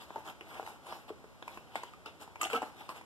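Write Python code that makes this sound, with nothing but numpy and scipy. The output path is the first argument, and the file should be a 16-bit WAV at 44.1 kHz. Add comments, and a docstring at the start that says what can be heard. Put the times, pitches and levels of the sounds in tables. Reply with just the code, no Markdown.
"""A quiet, furnished room: hands turn a small cardboard box close to a two-port microphone.
Fingers slide over the card (swelling fibre noise) and tap its panels (damped tones, thuds, cracks).
Near the end a flap scrapes in a quick run of snaps (resonant noise bursts), judders (slips ringing
the box modes) with a brief squeak (wavering tone) and knocks against the box."""
import sys
import numpy as np
from scipy import signal
from scipy.fft import rfft, irfft
from scipy.io import wavfile
from scipy.ndimage import uniform_filter1d

SR = 44100
rng = np.random.default_rng(int(sys.argv[2]) if len(sys.argv) > 2 else 0)


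def generate_wav(signal):
    """Clip the signal to [-1, 1] and save it as 16-bit WAV at the path in sys.argv[1]."""
    frames = np.transpose(np.atleast_2d(signal))
    scaled = np.clip(frames, -1, 1) * 32767
    pcm = np.round(scaled).astype(np.int16)
    wavfile.write(sys.argv[1], SR, pcm)


N = 134505
TIME, HZ = np.arange(N) / SR, np.fft.rfftfreq(N, 1 / SR)

# left-right likeness of card noise: (frequency [Hz], likeness [-1 to 1])
CARD_LIKENESS = [(500, 0.87), (1200, 1), (1550, 0.41), (2100, 1), (6300, 0.55), (9000, 0.076)]
# left-right likeness of diffuse room sound: (frequency [Hz], likeness [-1 to 1])
DIFFUSE_LIKENESS = [(30, -0.9), (150, -0.69), (500, 0.75), (1100, 0.99), (9000, 0.47)]


def amp(db):
    """Decibels to gain."""
    return 10 ** (np.asarray(db) / 20)


def unit(x):
    """Scales to rms 1."""
    return x / np.sqrt(np.mean(x ** 2) + 1e-20)


def read(points, hz):
    """Interpolates a table on a log-frequency axis."""
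    f, value = np.transpose(points)
    return np.interp(np.log(hz + 1), np.log(f + 1), value)


def noise_pair():
    """Two unrelated white noises."""
    return rng.standard_normal((2, N))


def coloured(pair, colour, likeness):
    """Turns two noises into stereo noise of given colour and left-right likeness, rms 1."""
    a, b = rfft(pair)
    same = np.clip(read(likeness, HZ), -1, 1)
    right = same * a + np.sqrt(1 - same ** 2) * b
    spectrum = np.array([a, right]) * amp(read(colour, HZ))
    return unit(irfft(spectrum, N))


def shifting(x):
    """Lets narrow bands swell and fade at random, as fingers moving over the card shift its colour."""
    shift_rms_db = 3
    z = signal.stft(x)[2]
    patches = uniform_filter1d(rng.standard_normal(z.shape[1:]), size=3, axis=0)  # across bands
    patches = unit(uniform_filter1d(patches, size=16))  # across frames
    return unit(signal.istft(z * amp(shift_rms_db * patches))[1][:, :N])


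def strike(start, rise, decay):
    """Envelope of one contact: soft rise, exponential decay, peak 1."""
    t = np.maximum(TIME - start, 0)
    shape = (1 - np.exp(-(t / rise) ** 2)) * np.exp(-np.minimum(t / decay, 50))
    return shape / (shape.max() + 1e-12)


def box_ring(x):
    """Rings the decaying modes of the box."""
    # box modes: (frequency [Hz], level [dB], t60 [s])
    modes = [(272, -7, 0.12), (463, -11, 0.097), (690, -15, 0.11), (720, -5, 0.081), (1580, -2.5, 0.054),
             (2240, -4, .06), (2680, -13, 0.08), (2885, -16, 0.09)]
    t = np.arange(SR // 5) / SR
    ring = sum(amp(db - 60 * t / t60) * np.sin(2 * np.pi * hz * t) for hz, db, t60 in modes)
    return signal.fftconvolve(x, ring[None], axes=1)[:, :N]


def room_air():
    """Steady quiet of the room: coloured diffuse noise."""
    # air spectrum: (frequency [Hz], relative density [dB])
    air_colour = [(20, -29), (65, 1), (400, -7.5), (800, -8), (2500, -18.5), (5000, -26), (15000, -35.5)]
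    air_rms_db = -56.5
    return amp(air_rms_db) * coloured(noise_pair(), air_colour, DIFFUSE_LIKENESS)


def fibres(smooth_share):
    """Tiny catches of card fibres over a smooth hiss; smooth_share is a power share."""
    catches_per_s, spread_db, clump_rms_db = 1100, 1.5, 1.12
    heights = amp(spread_db * np.minimum(rng.exponential(1, N), 4))
    catches = (rng.random(N) < catches_per_s / SR) * heights
    catches = unit(catches * rng.choice([-1., 1.], (2, N)))
    # the fibres catch in clumps
    clumps = amp(clump_rms_db * unit(uniform_filter1d(rng.standard_normal(N), size=200)))
    return clumps * (np.sqrt(1 - smooth_share) * catches + np.sqrt(smooth_share) * noise_pair())


def rubs():
    """Each slide swells and fades; coarse fibres rasp, fine ones fizz, and the hollow box is shaken."""
    # slides on card: (peak time [s], rise [s], fall [s], body level [dB], rasp level [dB], fizz level [dB])
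    slides = [(.019, 0.02, 0.029, -52.5, -54.5, -59.5), (.19, 0.12, .041, -54, -62, -66.5),
              (.284, 0.035, 0.031, -46, -54.5, -56.5), (0.572, 0.1, 0.066, -49.5, -56, -60),
              (.679, 0.038, 0.068, -52, -58.5, -59), (0.907, 0.057, 0.09, -49.5, -55, -57.5),
              (1.091, 0.012, 0.012, -50.5, -54.5, -64.5), (1.511, 0.058, 0.085, -56, -60.5, -65),
              (1.77, 0.023, 0.024, -47.5, -49.5, -57), (1.83, 0.14, 0.081, -59.5, -60, -68),
              (2.064, 0.0073, 0.032, -50.5, -50.5, -63.5), (2.22, 0.019, 0.027, -51, -52.5, -56),
              (2.439, 0.029, 0.024, -41.5, -43.5, -48.5), (2.517, .016, 0.027, -47, -47, -50),
              (2.554, 0.029, 0.026, -37.5, -45, -49), (2.645, 0.032, 0.07, -51, -60.5, -62),
              (2.811, .062, 0.062, -56, -59, -65), (2.904, 0.015, 0.028, -47.5, -52.5, -56),
              (2.967, 0.022, 0.032, -51.5, -55.5, -59)]
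    # spectra of box body, coarse rasp, fine fizz: (frequency [Hz], relative density [dB])
    body_colour = [(60, -27), (170, -11.5), (290, -3.5), (550, -5), (850, 3.5), (1200, -3), (1600, -6),
                   (2400, -23), (5000, -60.5), (15000, -78)]
    rasp_colour = [(300, -56), (1200, -10), (2000, 1.5), (2900, 3), (3600, -1), (4300, -5), (5800, -16),
                   (15000, -52)]
    fizz_colour = [(1000, -52), (3500, -9), (4900, 1.5), (6000, -1.5), (7700, 1.5), (10000, -3),
                   (15000, -2)]
    body_smooth_share, fibre_smooth_share = .85, 0.43  # the hollow box blurs the catches
    power = np.zeros((3, N))
    for peak, rise, fall, *levels_db in slides:
        width = np.where(TIME < peak, rise, fall)
        power += amp(levels_db)[:, None] ** 2 * np.exp(-2 * ((TIME - peak) / width) ** 2)
    body, rasp, fizz = np.sqrt(power)
    out = body * coloured(fibres(body_smooth_share), body_colour, CARD_LIKENESS)
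    out += rasp * shifting(coloured(fibres(fibre_smooth_share), rasp_colour, CARD_LIKENESS))
    out += fizz * shifting(coloured(fibres(fibre_smooth_share), fizz_colour, CARD_LIKENESS))
    return out


def taps():
    """Each contact flexes one panel into a damped tone, with a dull thud and a dry crack."""
    # contacts: (time [s], ring level [dB], panel pitch [Hz], ring decay [s], thud level [dB], crack level [dB])
    contacts = [(.105, -35.5, 980, 0.0019, -44.5, -57), (.158, -30, 896, 0.0052, -40, -52),
                (.1615, -32.5, 472, 0.0017, -46.5, -58), (0.169, -40.5, 600, 0.0026, -44.5, -67),
                (.179, -41.5, 910, 0.0047, -42, -61), (.409, -45, 414, 0.0026, -48.5, -46.5),
                (0.5967, -24.5, 750, 0.0012, -43.5, -66), (.628, -37, 464, 0.0021, -45, -56),
                (.663, -43.5, 870, 0.0029, -66, -44.5), (.674, -38.5, 875, 0.0047, -44, -51),
                (.866, -43, 994, 0.0039, -53, -49), (.924, -34.5, 943, 0.0022, -37.5, -57),
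                (1.092, -47, 1147, .004, -62, -68), (1.1015, -35.5, 774, 0.0012, -46, -65),
                (1.1035, -32, 420, 0.0039, -57, -68), (1.241, -44, 431, 0.0026, -51, -58),
                (1.4238, -35.5, 1016, 0.0018, -40, -51), (1.478, -30, 962, 0.0022, -42.5, -40.5),
                (1.573, -40.5, 1062, 0.0026, -42, -45), (1.755, -26.5, 840, 0.002, -33, -37.5),
                (1.762, -44, 694, 0.0081, -46, -55), (1.8334, -34.5, 987, 0.0031, -42, -42.5),
                (1.935, -46, 1220, 0.0042, -57, -51), (2.059, -46.5, 1250, 0.0035, -49, -43.5),
                (2.276, -48, 800, .003, -48, -60), (2.357, -40.5, 883, 0.0024, -46, -48),
                (2.412, -27, 1220, 0.0049, -45, -31), (2.430, -30.5, 1206, 0.0027, -39, -36.5),
                (2.455, -33.5, 740, 0.0063, -43, -48), (2.467, -38, 804, 0.0032, -59, -41),
                (2.499, -37, 1410, 0.0028, -41, -46), (2.511, -36.5, 1300, 0.0032, -50, -52),
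                (2.531, -28.5, 470.3, 0.011, -41, -36), (2.530, -34.5, 1034, .004, -48, -44),
                (2.5753, -28.5, 820, 0.0016, -49, -67), (2.619, -24, 797, 0.0017, -41.5, -41.5),
                (2.627, -28, 780, 0.002, -38, -53), (2.625, -41, 276, 0.0085, -47, -65),
                (2.633, -33, 838, 0.0051, -42, -64), (2.8085, -42, 850, 0.0049, -47, -49.5),
                (2.8905, -32.5, 1084, 0.0027, -50, -43), (2.900, -33.5, 1025, 0.0025, -52, -58),
                (3.0115, -43, 970, 0.0027, -53, -49)]
    # spectra of thud and crack: (frequency [Hz], relative density [dB])
    thud_colour = [(60, -56), (170, -5.5), (280, -3.5), (450, -2.5), (800, 0), (1300, -6.5), (1800, -9),
                   (3000, -27), (6000, -29.5), (15000, -62)]
    crack_colour = [(200, -57), (1000, 1), (1700, 1.5), (2600, 8.5), (3500, -10), (4600, -7.5), (5800, -15),
                    (7700, -9), (9200, -14.5), (15000, -19.5)]
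    ring_rise_share = 0.5  # of the decay: a soft finger presses slowly and lingers
    thud_rise_s, thud_decay_s, crack_rise_s = 0.001, 0.0038, 0.00074
    strongest_crack_decay_s = 0.0021 * np.e
    crack_stretch_db = 24  # a crack this much stronger lasts e times longer
    box_ring_db = -66  # how much every tap rings the box modes
    ring, thud, crack = np.zeros((3, N))
    strongest_db = max(row[-1] for row in contacts)
    for start, ring_db, hz, decay, thud_db, crack_db in contacts:
        tone = np.sin(2 * np.pi * hz * (TIME - start))
        ring += amp(ring_db) * strike(start, ring_rise_share * decay, decay) * tone
        thud += amp(thud_db) * strike(start, thud_rise_s, thud_decay_s)
        crack_decay_s = strongest_crack_decay_s * np.exp((crack_db - strongest_db) / crack_stretch_db)
        crack += amp(crack_db) * strike(start, crack_rise_s, crack_decay_s)
    out = ring + thud * coloured(noise_pair(), thud_colour, CARD_LIKENESS)
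    out += crack * shifting(shifting(coloured(noise_pair(), crack_colour, CARD_LIKENESS)))
    return out + amp(box_ring_db) * box_ring(out)


def snaps():
    """A card edge lets go: a short burst in one resonance, which differs from snap to snap."""
    # edge releases: (time [s], level [dB], resonance [Hz])
    releases = [(0.276, -47, 3070), (.286, -48, 3000), (.298, -44, 3100), (1.4243, -46, 3400),
                (1.754, -50, 7850), (1.762, -43, 3540), (1.833, -50.5, 7000), (2.059, -49.5, 4760),
                (2.062, -44.5, 2870), (2.4145, -30.5, 7730), (2.4176, -39, 11300), (2.431, -33.5, 6600),
                (2.4394, -38, 7900), (2.44, -32.5, 2700), (2.45, -31.5, 2710), (2.4545, -45.5, 10000),
                (2.5002, -52, 11500), (2.562, -34.5, 2840), (2.891, -46, 4500)]
    rise_s, decay_s, width_share = 0.00095, 0.0026, 0.11  # width as a share of the resonance
    out = np.zeros((2, N))
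    noise = rfft(coloured(noise_pair(), [(0, 0)], CARD_LIKENESS))
    for start, db, hz in releases:
        shape = strike(start, rise_s, decay_s)
        resonance = 1 / (1 + ((HZ - hz) / (width_share * hz)) ** 2)
        burst = shape * irfft(noise * resonance, N)
        out += amp(db) * unit(burst) * np.sqrt(np.mean(shape ** 2))
    return out


def judder():
    """The flap sticks and slips in uneven jerks that ring the box modes."""
    start_s, length_s, slip_db = 2.531, 0.051, -40
    median_slips_per_s, jitter = 250, .3  # jitter: spread of the log gap
    gaps = np.exp(jitter * rng.standard_normal(size=40)) / median_slips_per_s
    times = np.cumsum(gaps) - gaps[0]
    times = start_s + times[times < length_s]
    slips = np.zeros((1, N))
    slips[0, np.round(times * SR).astype(int)] = amp(slip_db)
    return box_ring(slips)


def squeak():
    """For a moment the slipping locks onto one wavering, slightly sagging note with its octave."""
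    start_s, length_s, edge_s, pitch_hz = 2.543, 0.034, 0.0082, 1301.5
    left_db, right_db, octave_db = -29, -28, -20  # octave relative to the note
    wobble_share, glide_share = 0.0122, -.012  # of pitch: rms wobble, change over the length
    t = TIME - start_s
    shape = np.clip(np.minimum(t, length_s - t) / edge_s, 0, 1)
    wobble = unit(uniform_filter1d(rng.standard_normal(N), size=90))
    glide = np.clip(t / length_s - .5, -.5, .5)
    hz = pitch_hz * (1 + wobble_share * wobble + glide_share * glide)
    phase = 2 * np.pi * np.cumsum(hz) / SR
    return amp([[left_db], [right_db]]) * shape * (np.sin(phase) + amp(octave_db) * np.sin(2 * phase))


def near(x):
    """Six early reflections off hands, body and shelves."""
    span_s = .012
    echo = np.zeros(SR // 20)
    delays_s = rng.uniform(.15, 1, 6) * span_s
    echo[(delays_s * SR).astype(int)] = rng.choice([-1., 1.], len(delays_s))
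    return signal.fftconvolve(x, echo[None] / np.linalg.norm(echo), axes=1)[:, :N]


def room(x):
    """A short diffuse tail, each band dying at its own speed."""
    # room decay: (frequency [Hz], t60 [s])
    decay_t60 = [(100, 0.35), (500, 0.2), (2500, 0.41), (8000, 0.37), (15000, 0.22)]
    onset_s = 0.0064  # the tail builds up over this time
    noise = coloured(noise_pair(), [(20, 0), (20000, 0)], DIFFUSE_LIKENESS)[:, :SR // 2]
    hz, t, z = signal.stft(noise, SR, nperseg=256)
    decay = amp(-60 * t / read(decay_t60, hz)[:, None])
    tail = signal.istft(z * decay, SR, nperseg=256)[1]
    tail = tail * np.minimum(np.arange(tail.shape[1]) / SR / onset_s, 1) ** 2
    return signal.fftconvolve(x, tail / np.linalg.norm(tail[0]), axes=1)[:, :N]


def scene():
    """The box in the hands, balanced per band between the ports, its reflections and the room's quiet."""
    # port balance: (frequency [Hz], left minus right [dB])
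    port_balance = [(100, -3), (260, -1), (420, 3), (850, 2), (1150, 0), (1480, -6.5), (1900, -1),
                    (3500, 3), (6500, 1.5), (8000, 1), (10000, 7), (15000, 4.5)]
    bass_limit_hz = 203  # a small box radiates little below this
    near_db, room_db = -12.5, -10
    highpass = signal.butter(2, bass_limit_hz, "high", fs=SR, output="sos")
    box = signal.sosfilt(highpass, rubs() + taps() + snaps() + judder() + squeak())
    box = box + amp(near_db) * near(box) + amp(room_db) * room(box)
    balance_db = read(port_balance, HZ)
    placed = irfft(rfft(box) * amp([balance_db / 2, -balance_db / 2]), N)
    return placed + room_air()


def record(dry):
    """The two ports differ in phase; then the band limit."""
    # port phase: (frequency [Hz], left lead [rad])
    port_phase = [(0, 0), (1350, .2), (1650, 2.6), (2000, 3.1), (2250, 3.25), (2600, 4), (3200, 6.1),
                  (4300, 9.3), (6300, 15.7), (7200, 18.5), (8000, 19.3), (8700, 22), (15000, 40)]
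    cutoff_hz = 14450
    phase = np.interp(HZ, *np.transpose(port_phase))
    right = irfft(rfft(dry[1]) * np.exp(-1j * phase), N)
    lowpass = signal.firwin(301, cutoff_hz, window=("kaiser", 8), fs=SR)
    return signal.oaconvolve(np.array([dry[0], right]), lowpass[None], "same")


dry = scene()
out = record(dry)
generate_wav(out)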